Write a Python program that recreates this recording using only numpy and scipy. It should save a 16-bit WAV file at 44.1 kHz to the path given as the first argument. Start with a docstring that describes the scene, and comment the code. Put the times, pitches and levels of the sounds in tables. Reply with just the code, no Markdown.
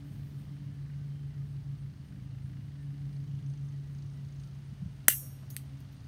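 """A far hum throbs over outdoor rumble and hiss: two geared rotors, probably a helicopter's, beat against
each other with a faint patter of blade slap. An insect chirps, thin whistles carry from afar and a
sleeve rustles. About five seconds in, pliers bite through a steel wire on a lawn: one hard snap sets
the steel's modes ringing brightly, the freed end chatters, and the jaws click lightly as they are eased.
"""
import sys
import numpy as np
from scipy import signal
from scipy.fft import rfft, irfft, next_fast_len
from scipy.io import wavfile
from scipy.ndimage import map_coordinates

SR = 44100
rng = np.random.default_rng(int(sys.argv[2]) if len(sys.argv) > 2 else 0)


def bounce(signal):
    """Save signal as a 16-bit WAV file at the path given by the first command-line argument."""
    frames = np.transpose(np.atleast_2d(signal))
    limited = np.clip(frames, -1, 1)
    pcm = np.round(limited * 32767).astype(np.int16)
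    wavfile.write(sys.argv[1], SR, pcm)


N = 267687
TIME = np.arange(N) / SR

# Main rotor rate, sagging as the aircraft passes. Each row: time in seconds, blade beats per second.
BLADE_BEATS = [(0, 26.95), (1.1, 27.07), (2.1, 26.78), (2.8, 26.92), (3.4, 26.87), (4.7, 26.5),
               (5.3, 25.92), (6.07, 26.0)]
# The contacts of the cut. Each row: start in seconds, knock gain in dB, crackle gain in dB,
# crackle t60 in seconds, ring gain in dB.
SNAP_CONTACTS = [(5.0823, -29.5, -6, 0.012, -48.5), (5.0832, -4.5, -6.5, 0.0077, 6),
                 (5.0848, -26.5, -10, 0.0052, -28.5), (5.0868, -23.5, -14.5, 0.00872, -27)]


def from_db(db):
    """Amplitude ratio of a level in decibels."""
    return 10 ** (np.asarray(db) / 20)


def rms_one(x):
    """Normalisation to unit power."""
    return x / np.sqrt(np.mean(x ** 2) + 1e-20)


def in_time(rows):
    """Linear interpolation of each column over the times in the first."""
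    s, *columns = np.transpose(rows)
    return [np.interp(TIME, s, column) for column in columns]


def colour(x, spectrum):
    """Minimum-phase filter: folding the cepstrum makes the given spectrum's response causal."""
    size = 2 * next_fast_len(len(x) // 2 + 4096)
    hz, db = np.transpose(spectrum)
    grid = np.maximum(np.fft.rfftfreq(size, 1 / SR), 1)
    magnitude = from_db(np.interp(np.log(grid), np.log(hz), db))
    cepstrum = irfft(np.log(magnitude))
    cepstrum[1:size // 2] *= 2
    cepstrum[size // 2 + 1:] = 0
    return irfft(rfft(x, size) * np.exp(rfft(cepstrum)))[:len(x)]


def coloured_noise(spectrum):
    """White noise filtered to a spectrum, at unit power."""
    return rms_one(colour(rng.standard_normal(N), spectrum))


def drift(rate_hz, time=TIME):
    """Smooth random fluctuation with a spread near one."""
    points = rng.standard_normal(2000)
    return map_coordinates(points, [time * rate_hz], order=2, mode="wrap")


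def band_noise(centre_hz, width_hz):
    """Noise passed twice through a resonator, at unit power."""
    radius = np.exp(-np.pi * width_hz / SR)
    poles = [1, -2 * radius * np.cos(2 * np.pi * centre_hz / SR), radius * radius]
    once = signal.lfilter([1, 0, -1], poles, rng.standard_normal(N))
    return rms_one(signal.lfilter([1, 0, -1], poles, once))


def dying(age, t60):
    """Exponential decay from age zero, by 60 dB in t60 seconds."""
    return (age >= 0) * np.exp(-np.log(1000) * np.clip(age / t60, 0, 10))


def swell(age, length):
    """Gaussian envelope centred on age zero."""
    return np.exp(-np.minimum((2 * age / length) ** 2, 20))


def strokes(rows, attack_s, release_share):
    """Envelope of sliding friction: each stroke rises, holds and decays, longer ones more slowly."""
    envelope = np.zeros(N)
    for s, length, db in rows:
        rise = np.clip((TIME - s) / attack_s, 0, 1)
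        release = np.exp(-np.clip((TIME - s - length) / (release_share * length), 0, 20))
        envelope += from_db(db) * rise * release
    return envelope


def chirp(s, length, hz, rise_hz_per_s, width_hz):
    """A linear glide whose spectral line is broadened by a random walk of phase."""
    near = np.abs(TIME - s) < 2 * length
    age, note = TIME[near] - s, np.zeros(N)
    rasp = np.cumsum(rng.standard_normal(N)[near]) * np.sqrt(2 * np.pi * width_hz / SR)
    phase = 2 * np.pi * (hz + rise_hz_per_s * age / 2) * age
    note[near] = np.sqrt(2) * swell(age, length) * np.sin(phase + rasp)
    return note


def outdoors(rumble_db=-49.0, far_db=-80):
    """Ambient noise: broadband rumble and hiss, with narrow bands that waver like distant tones."""
    # Noise spectra. Each row: frequency in Hz, relative density in dB.
    rumble_spectrum = [(20, -41.5), (35, -13), (55, 1.5), (80, 1), (110, 5), (150, 0.5), (200, -5),
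                       (270, -12), (350, -18), (480, -28), (700, -50.5)]
    hiss_spectrum = [(300, -4.5), (600, 4.5), (1000, -0.5), (1900, -1), (2500, -4), (3100, -5),
                     (4500, -5.5), (6300, -10.5), (7600, -17.5), (8700, -10.5), (10000, -18.5),
                     (14000, -35), (16000, -33)]
    # Each row: time in seconds, hiss level in dB.
    hiss_levels = [(0, -66), (1.1, -67.5), (1.85, -68), (3.3, -67), (6.07, -65.5)]
    # Each row: frequency in Hz, level in dB relative to far_db.
    far_tones = [(1220, -6), (1740, -16), (1960, -10), (2850, -5), (3060, -6)]
    rumble = from_db(rumble_db + 1.1 * drift(7.4)) * coloured_noise(rumble_spectrum)
    hiss = from_db(in_time(hiss_levels)[0]) * coloured_noise(hiss_spectrum)
    far = sum(from_db(far_db + db + 2.7 * drift(16)) * band_noise(hz, width_hz=170)
              for hz, db in far_tones)
    return rumble + hiss + far


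def far_whistles():
    """Nearly pure falling tones, perhaps of birds, almost masked by the hiss."""
    # Each row: centre in seconds, length in seconds, pitch in Hz, level in dB.
    calls = [(0.493, 0.061, 1213, -73), (.55, 0.32, 3140, -80), (0.749, 0.098, 1735, -76),
             (1.008, 0.064, 1540, -74), (1.17, 0.28, 3140, -78), (1.356, 0.066, 1935, -73),
             (1.41, .07, 1226, -75), (2.81, 0.057, 1790, -71), (3.666, 0.075, 1204, -75),
             (3.752, 0.072, 1920, -75), (4.188, 0.067, 1970, -73), (4.48, 0.072, 1353, -75)]
    return sum(from_db(db) * chirp(s, length, hz, rise_hz_per_s=-87, width_hz=16)
               for s, length, hz, db in calls)


def insect():
    """Short rising chirps, made raspy by phase noise."""
    # Each row: centre in seconds, level in dB.
    chirps = [(.13, -77), (.4, -78), (1.17, -87), (1.51, -82), (1.81, -79), (2.08, -81), (2.45, -79),
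              (2.83, -80), (3.15, -79), (3.5, -78), (3.66, -81), (3.94, -81), (4.14, -80), (4.43, -77),
              (4.67, -81), (4.97, -83), (5.68, -78), (5.96, -80)]
    return sum(from_db(db) * chirp(s, length=0.074, hz=8870, rise_hz_per_s=2900, width_hz=150)
               for s, db in chirps)


def rotor(phase, db, orders, flutter_db):
    """Harmonics of a far rotor: only low ones arrive, and moving air modulates each in level."""
    partials = sum(from_db(level + flutter_db * drift(5.5)) * np.sin(round(k) * phase)
                   for k, level in orders)
    return np.sqrt(2) * from_db(db) * partials


def blade_slap(phase, lag_beats=.18, attack_s=.004, slap_db=-1.0):
    """Impulsive noise: each main blade slaps the air, and a weak scattered tail follows."""
    # The slap's four bands. Each row: centre in Hz, width in Hz.
    bands = [(1680, 883), (2950, 1300), (4400, 1400), (6200, 1000)]
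    # The bands fade separately. Each row: time in seconds, then each band's relative level in dB.
    band_fading = [(0, -72.5, -70, -78, -83), (.9, -68.5, -81, -79, -82), (1.7, -75, -77, -76, -84),
                   (2.25, -64, -74, -73, -85), (2.8, -69.5, -71, -84, -86), (3.15, -68, -73, -69, -80),
                   (3.4, -78, -69.5, -78, -69.5), (3.65, -81, -75, -73, -67.5), (3.85, -74, -82, -75, -79),
                   (4.03, -75, -79, -66, -69.5), (4.2, -78, -79, -75, -75), (4.38, -77, -75, -67, -66),
                   (4.6, -76, -72.5, -80, -74), (5.2, -76.5, -73, -77.5, -82), (5.7, -76, -71, -77, -80),
                   (6.07, -73, -78, -72, -72)]
    age = (phase / (2 * np.pi) - lag_beats) % 1 / in_time(BLADE_BEATS)[0]
    fall = np.maximum(age - attack_s, 0)
    pulses = np.minimum(age / attack_s, 1) * (dying(fall, t60=0.033) + from_db(-14) * dying(fall, t60=.14))
    noise = sum(from_db(db + 2.5 * drift(14)) * band_noise(hz, width)
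                for db, (hz, width) in zip(in_time(band_fading), bands))
    return from_db(slap_db) * pulses * noise


def helicopter(tail_ratio=5.25):
    """Beating: the geared tail rotor's fundamental lies just above the main rotor's fifth harmonic."""
    # Fading along the air path. Each row: time in seconds, then relative levels in dB of the main
    # rotor, the tail rotor and its octave.
    fading = [(0, -59, -43.5, -60), (.6, -52, -42, -59), (1.1, -53.5, -39, -69.5),
              (1.75, -51.5, -40.5, -65), (2.35, -51, -56.5, -63.5), (2.85, -55.5, -39.5, -62),
              (3.5, -55, -38, -60), (4.4, -59, -43, -80), (5.199, -64.5, -47.5, -70.5),
              (5.7, -67.5, -44, -62.5), (6.07, -59, -51.5, -65.5)]
    # Rotor spectra. Each row: harmonic number, relative level in dB.
    main_harmonics = [(2, -12.5), (3, -13), (4, -2), (5, 1.5), (6, -7.5), (7, -13), (8, -16.5), (9, -26),
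                      (10, -22), (14, -37.5)]
    tail_harmonics = [(1, -0.5), (3, -37)]
    phase = 2 * np.pi * np.cumsum(in_time(BLADE_BEATS)[0]) / SR
    main_db, tail_db, octave_db = in_time(fading)
    tail = rotor(tail_ratio * phase, tail_db, tail_harmonics, flutter_db=0.58)
    octave = rotor(tail_ratio * phase, octave_db - 1 + 3.2 * drift(34), [(2, 0)], flutter_db=1.0)
    main = rotor(phase, main_db, main_harmonics, flutter_db=4.5)
    return tail + octave - main + blade_slap(phase)


def sleeve(rest_db=-86.5):
    """Friction of cloth: a faint high rustle that swells with each slide."""
    # Each row: start in seconds, length in seconds, level in dB.
    slides = [(.03, 0.31, -80), (5.44, 0.028, -87), (5.778, 0.03, -74), (5.91, 0.027, -77)]
    sliding = from_db(rest_db) + strokes(slides, attack_s=0.019, release_share=0.41)
    return sliding * from_db(2.1 * drift(40)) * band_noise(centre_hz=14200, width_hz=6500)


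def hand_bumps():
    """Low tone bursts of a few cycles: dull thuds as the hands strain and recoil."""
    # Each row: centre in seconds, envelope peak in dB, pitch in Hz, length in seconds.
    bumps = [(4.73, -42, 193, 0.013), (4.83, -31, 174, 0.018), (4.847, -40, 78.5, 0.038),
             (4.863, -28, 136, 0.011), (5.088, -28.5, 197.7, 0.003), (5.089, -40, 410.4, 0.0043)]
    return sum(from_db(db) * swell(TIME - s, length) * np.sin(2 * np.pi * hz * (TIME - s))
               for s, db, hz, length in bumps)


def grass_taps():
    """Soft impacts give dull noise bursts, probably the cut piece meeting the grass."""
    # Each row: centre in seconds, level in dB, length in seconds.
    taps = [(5.232, -65.5, .014), (5.251, -64.5, 0.024), (5.433, -60, 0.01)]
    # Each row: frequency in Hz, relative density in dB.
    grass_spectrum = [(250, -14), (550, 9.5), (850, -9), (1200, 3), (2000, -14), (4000, -23)]
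    envelope = sum(from_db(db) * swell(TIME - s, length) for s, db, length in taps)
    return envelope * coloured_noise(grass_spectrum)


def garden(x, wet_db, t60):
    """Diffuse scattering from ground, body and plants adds a short tail."""
    # Each row: frequency in Hz, gain in dB.
    scatter_spectrum = [(200, -21.5), (900, -12), (1600, -20), (2900, 4.5), (4500, 1.5), (7000, 2),
                        (11000, -4.5), (13000, 1.5), (16000, -6)]
    age = TIME[:SR // 2]
    tail = rng.standard_normal(len(age)) * dying(age, t60)
    tail = colour(tail / np.linalg.norm(tail), scatter_spectrum)
    return x + from_db(wet_db) * signal.fftconvolve(x, tail)[:N]


def contacts(rows, knock_spectrum, crackle_spectrum, modes, ring_db, sway_hz, flutter_db=3.0):
    """Impact excitation: each contact gives a knock, a crackle of slipping steel and damped modes."""
    knocks, crackle, blows, ring = np.zeros((4, N))
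    for s, knock_db, crackle_db, t60, blow_db in rows:
        knocks[round(s * SR)] = from_db(knock_db)
        blows[round(s * SR)] = from_db(blow_db)
        slips = rng.standard_normal(N) * dying(TIME - s, t60)
        crackle += from_db(crackle_db) * slips / np.linalg.norm(slips)
    first = np.flatnonzero(blows)[0]
    for k, (hz, db, t60) in enumerate(modes):
        pole = np.exp((2j * np.pi * hz - np.log(1000) / t60) / SR)
        mode = signal.lfilter([1], [1, -pole], blows[first:] + 1e-18)
        # the moving steel shifts its pitch a little and turns its radiating sides
        sway = np.exp(2j * np.pi * np.cumsum(sway_hz * drift(60, TIME[first:])) / SR)
        gain = from_db(ring_db + db + flutter_db * drift(55, TIME[first:]))
        ring[first:] -= (-1) ** k * gain * (mode * sway).imag
    return colour(knocks, knock_spectrum) + colour(crackle, crackle_spectrum) + ring


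def jaw_scrape():
    """Dry friction: the jaws rub past each other as they are eased."""
    # Each row: start in seconds, length in seconds, level in dB.
    scrapes = [(5.491, 0.077, -63)]
    rubbing = strokes(scrapes, attack_s=.014, release_share=0.61)
    return rubbing * from_db(2.2 * drift(180)) * band_noise(centre_hz=12800, width_hz=9900)


def jaw_clicks():
    """Light impacts excite the short-lived modes of the loose jaws."""
    # Each row: start in seconds, knock and crackle gains in dB, crackle t60 in seconds, ring gain in dB.
    clicks = [(5.5024, -30, -13, 0.049, -3), (5.5275, -35, -28, .012, -10), (5.566, 0.5, -16, 0.039, -14),
              (5.805, -31, -37, .02, -26)]
    # Contact spectra. Each row: frequency in Hz, gain in dB.
    knock_spectrum = [(200, -31), (1100, -31), (1900, -5), (2900, -16), (4400, -12), (5400, -21),
                      (6300, -15), (7100, -28), (8300, -3.5), (9900, -10), (11500, -6.5), (14000, -10),
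                      (15500, -21)]
    crackle_spectrum = [(800, -28.5), (2000, -32), (4500, -16), (6500, -7), (8500, -19), (13500, -11),
                        (16000, -8)]
    # Each row: frequency in Hz, relative level in dB, t60 in seconds.
    jaw_modes = [(6450, -5, .09), (8931, -7, .13), (10200, -6, .14), (12170, -8, .13), (13520, 0, .08),
                 (15410, -7, .09)]
    return contacts(clicks, knock_spectrum, crackle_spectrum, jaw_modes, ring_db=-51, sway_hz=45)


def wire_whip(attack_s=0.00306, zing_hz=2800, wander_hz=65, grit_db=-3):
    """Contact chatter: each bounce of the freed end on the jaws gives a narrow zing and a broad rattle."""
    # Each row: start in seconds, zing gain in dB, rattle gain in dB.
    bounces = [(5.086, -31.5, -35.5), (5.0905, -38.5, -48), (5.0993, -25.5, -32.5), (5.1096, -46.5, -40),
               (5.121, -35, -40.5), (5.1316, -36, -46), (5.15, -57, -52)]
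    zing, rattle = np.zeros((2, N))
    for s, zing_db, rattle_db in bounces:
        rise = np.clip((TIME - s) / attack_s, 0, 1)
        zing += from_db(zing_db) * rise * dying(TIME - s, t60=0.028)
        rattle += from_db(rattle_db) * rise * dying(TIME - s, t60=0.037)
    tone = np.sin(2 * np.pi * np.cumsum(zing_hz + wander_hz * drift(260)) / SR)
    body = band_noise(centre_hz=1830, width_hz=800)
    grit = from_db(grit_db) * band_noise(centre_hz=4000, width_hz=3320)
    return zing * tone + rattle * (body + grit)


def wire_shimmer(level_db=-32, t60=0.25, flutter_db=2.5):
    """Modal overlap: the wire's countless weaker modes blur into a bright, decaying fizz."""
    # Each row: frequency in Hz, relative density in dB.
    shimmer_spectrum = [(3000, -31.5), (5300, -22), (6300, -7.5), (7000, -12.5), (8000, 2), (9500, -17.5),
                        (11000, -10.5), (12000, -7.5), (12700, -9), (14300, -11), (15500, -4.5)]
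    age = TIME - SNAP_CONTACTS[-1][0]
    envelope = from_db(level_db + flutter_db * drift(130)) * dying(age, t60)
    return envelope * coloured_noise(shimmer_spectrum)


def wire_snap():
    """Free vibration after the cut: the swinging wire rings long, the hand-damped pliers only clack."""
    # Contact spectra. Each row: frequency in Hz, gain in dB.
    knock_spectrum = [(150, 11), (300, 5.5), (450, 0.5), (620, 16.5), (900, 13), (1300, 12.5), (1520, 21),
                      (1720, 19.5), (2000, 23), (2400, 20), (3000, 1), (4500, 0), (6300, 13.5),
                      (7100, -10.5), (8100, 10), (10100, 16), (11300, 22), (13500, 23), (15500, 12.5)]
    crackle_spectrum = [(400, -3.5), (1200, -3), (1900, 11.5), (2400, 8), (3100, 4), (4000, 5.5),
                        (4900, 0.5), (6300, 15), (7100, 6.5), (8100, 20.5), (9200, 16.5), (10000, 18.5),
                        (11400, 20), (12100, 9.5), (12700, 19), (13700, 21), (15400, 12.5)]
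    # Steel modes. Each row: frequency in Hz, relative level in dB, t60 in seconds.
    wire_modes = [(5410, -33, 0.4), (5612, -25, 0.8), (6164, -28, 0.48), (6400, -26, 0.66),
                  (6761, -26, 0.58), (7025, -28, 0.63), (7402, -26, 0.33), (7773, -26, 0.33),
                  (8204, -13, 0.38), (8328, -20, 0.42), (8390, -26, 0.69), (8882, -11, 0.32),
                  (8960, -18, 0.55), (9179, -16, 0.42), (9394, -12, 0.38), (9480, -23, 0.55),
                  (9862, -8, 0.38), (10040, -20, 0.51), (10150, -20, 0.48), (10450, -14, 0.34),
                  (10730, -18, 0.3), (10830, -18, 0.3), (10900, -16, 0.36), (11310, -11, 0.37),
                  (11420, -18, 0.48), (11620, -16, 0.33), (12135, -15, 0.51), (12320, -9, 0.35),
                  (12410, -5, 0.37), (12500, -14, 0.45), (12620, -4, 0.2), (12870, -14, 0.33),
                  (12950, -6, 0.21), (13190, -9, 0.27), (13330, -16, 0.29), (13740, -8, 0.18),
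                  (13925, -8, 0.35), (14700, -5, 0.35), (14810, -20, 0.45), (15350, -13, 0.29)]
    plier_modes = [(1600, 0, 0.025), (1943, 5, 0.017), (6480, -5, 0.014), (7570, 4, 0.028),
                   (11130, 10, 0.0166), (11970, 14, 0.017), (12540, -1, 0.025), (13630, 12, 0.017),
                   (14700, 7.5, 0.02)]
    modes = wire_modes + plier_modes
    return contacts(SNAP_CONTACTS, knock_spectrum, crackle_spectrum, modes, ring_db=-33.5, sway_hz=22)


def scene():
    """Superposition of the close steel sounds and their surroundings, in one channel."""
    snap, clicks = wire_snap(), jaw_clicks()
    cut = garden(snap, wet_db=-13.0, t60=0.21) + wire_shimmer() + wire_whip()
    easing = garden(clicks, wet_db=-8.5, t60=0.13) + jaw_scrape()
    around = grass_taps() + helicopter() + hand_bumps() + sleeve() + insect() + far_whistles() + outdoors()
    return (cut + easing + around)[None]


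def record(dry, ceiling=1.25, cutoff_hz=15700):
    """Soft saturation, oversampled against aliasing, rounds the highest peak; a low-pass cuts the top."""
    oversampled = signal.resample_poly(dry, 4, 1, axis=-1)
    rounded = signal.resample_poly(ceiling * np.tanh(oversampled / ceiling), 1, 4, axis=-1)
    low_pass = signal.ellip(8, .05, 50, cutoff_hz, fs=SR, output="sos")
    return signal.sosfiltfilt(low_pass, rounded)


dry = scene()
out = record(dry)
bounce(out)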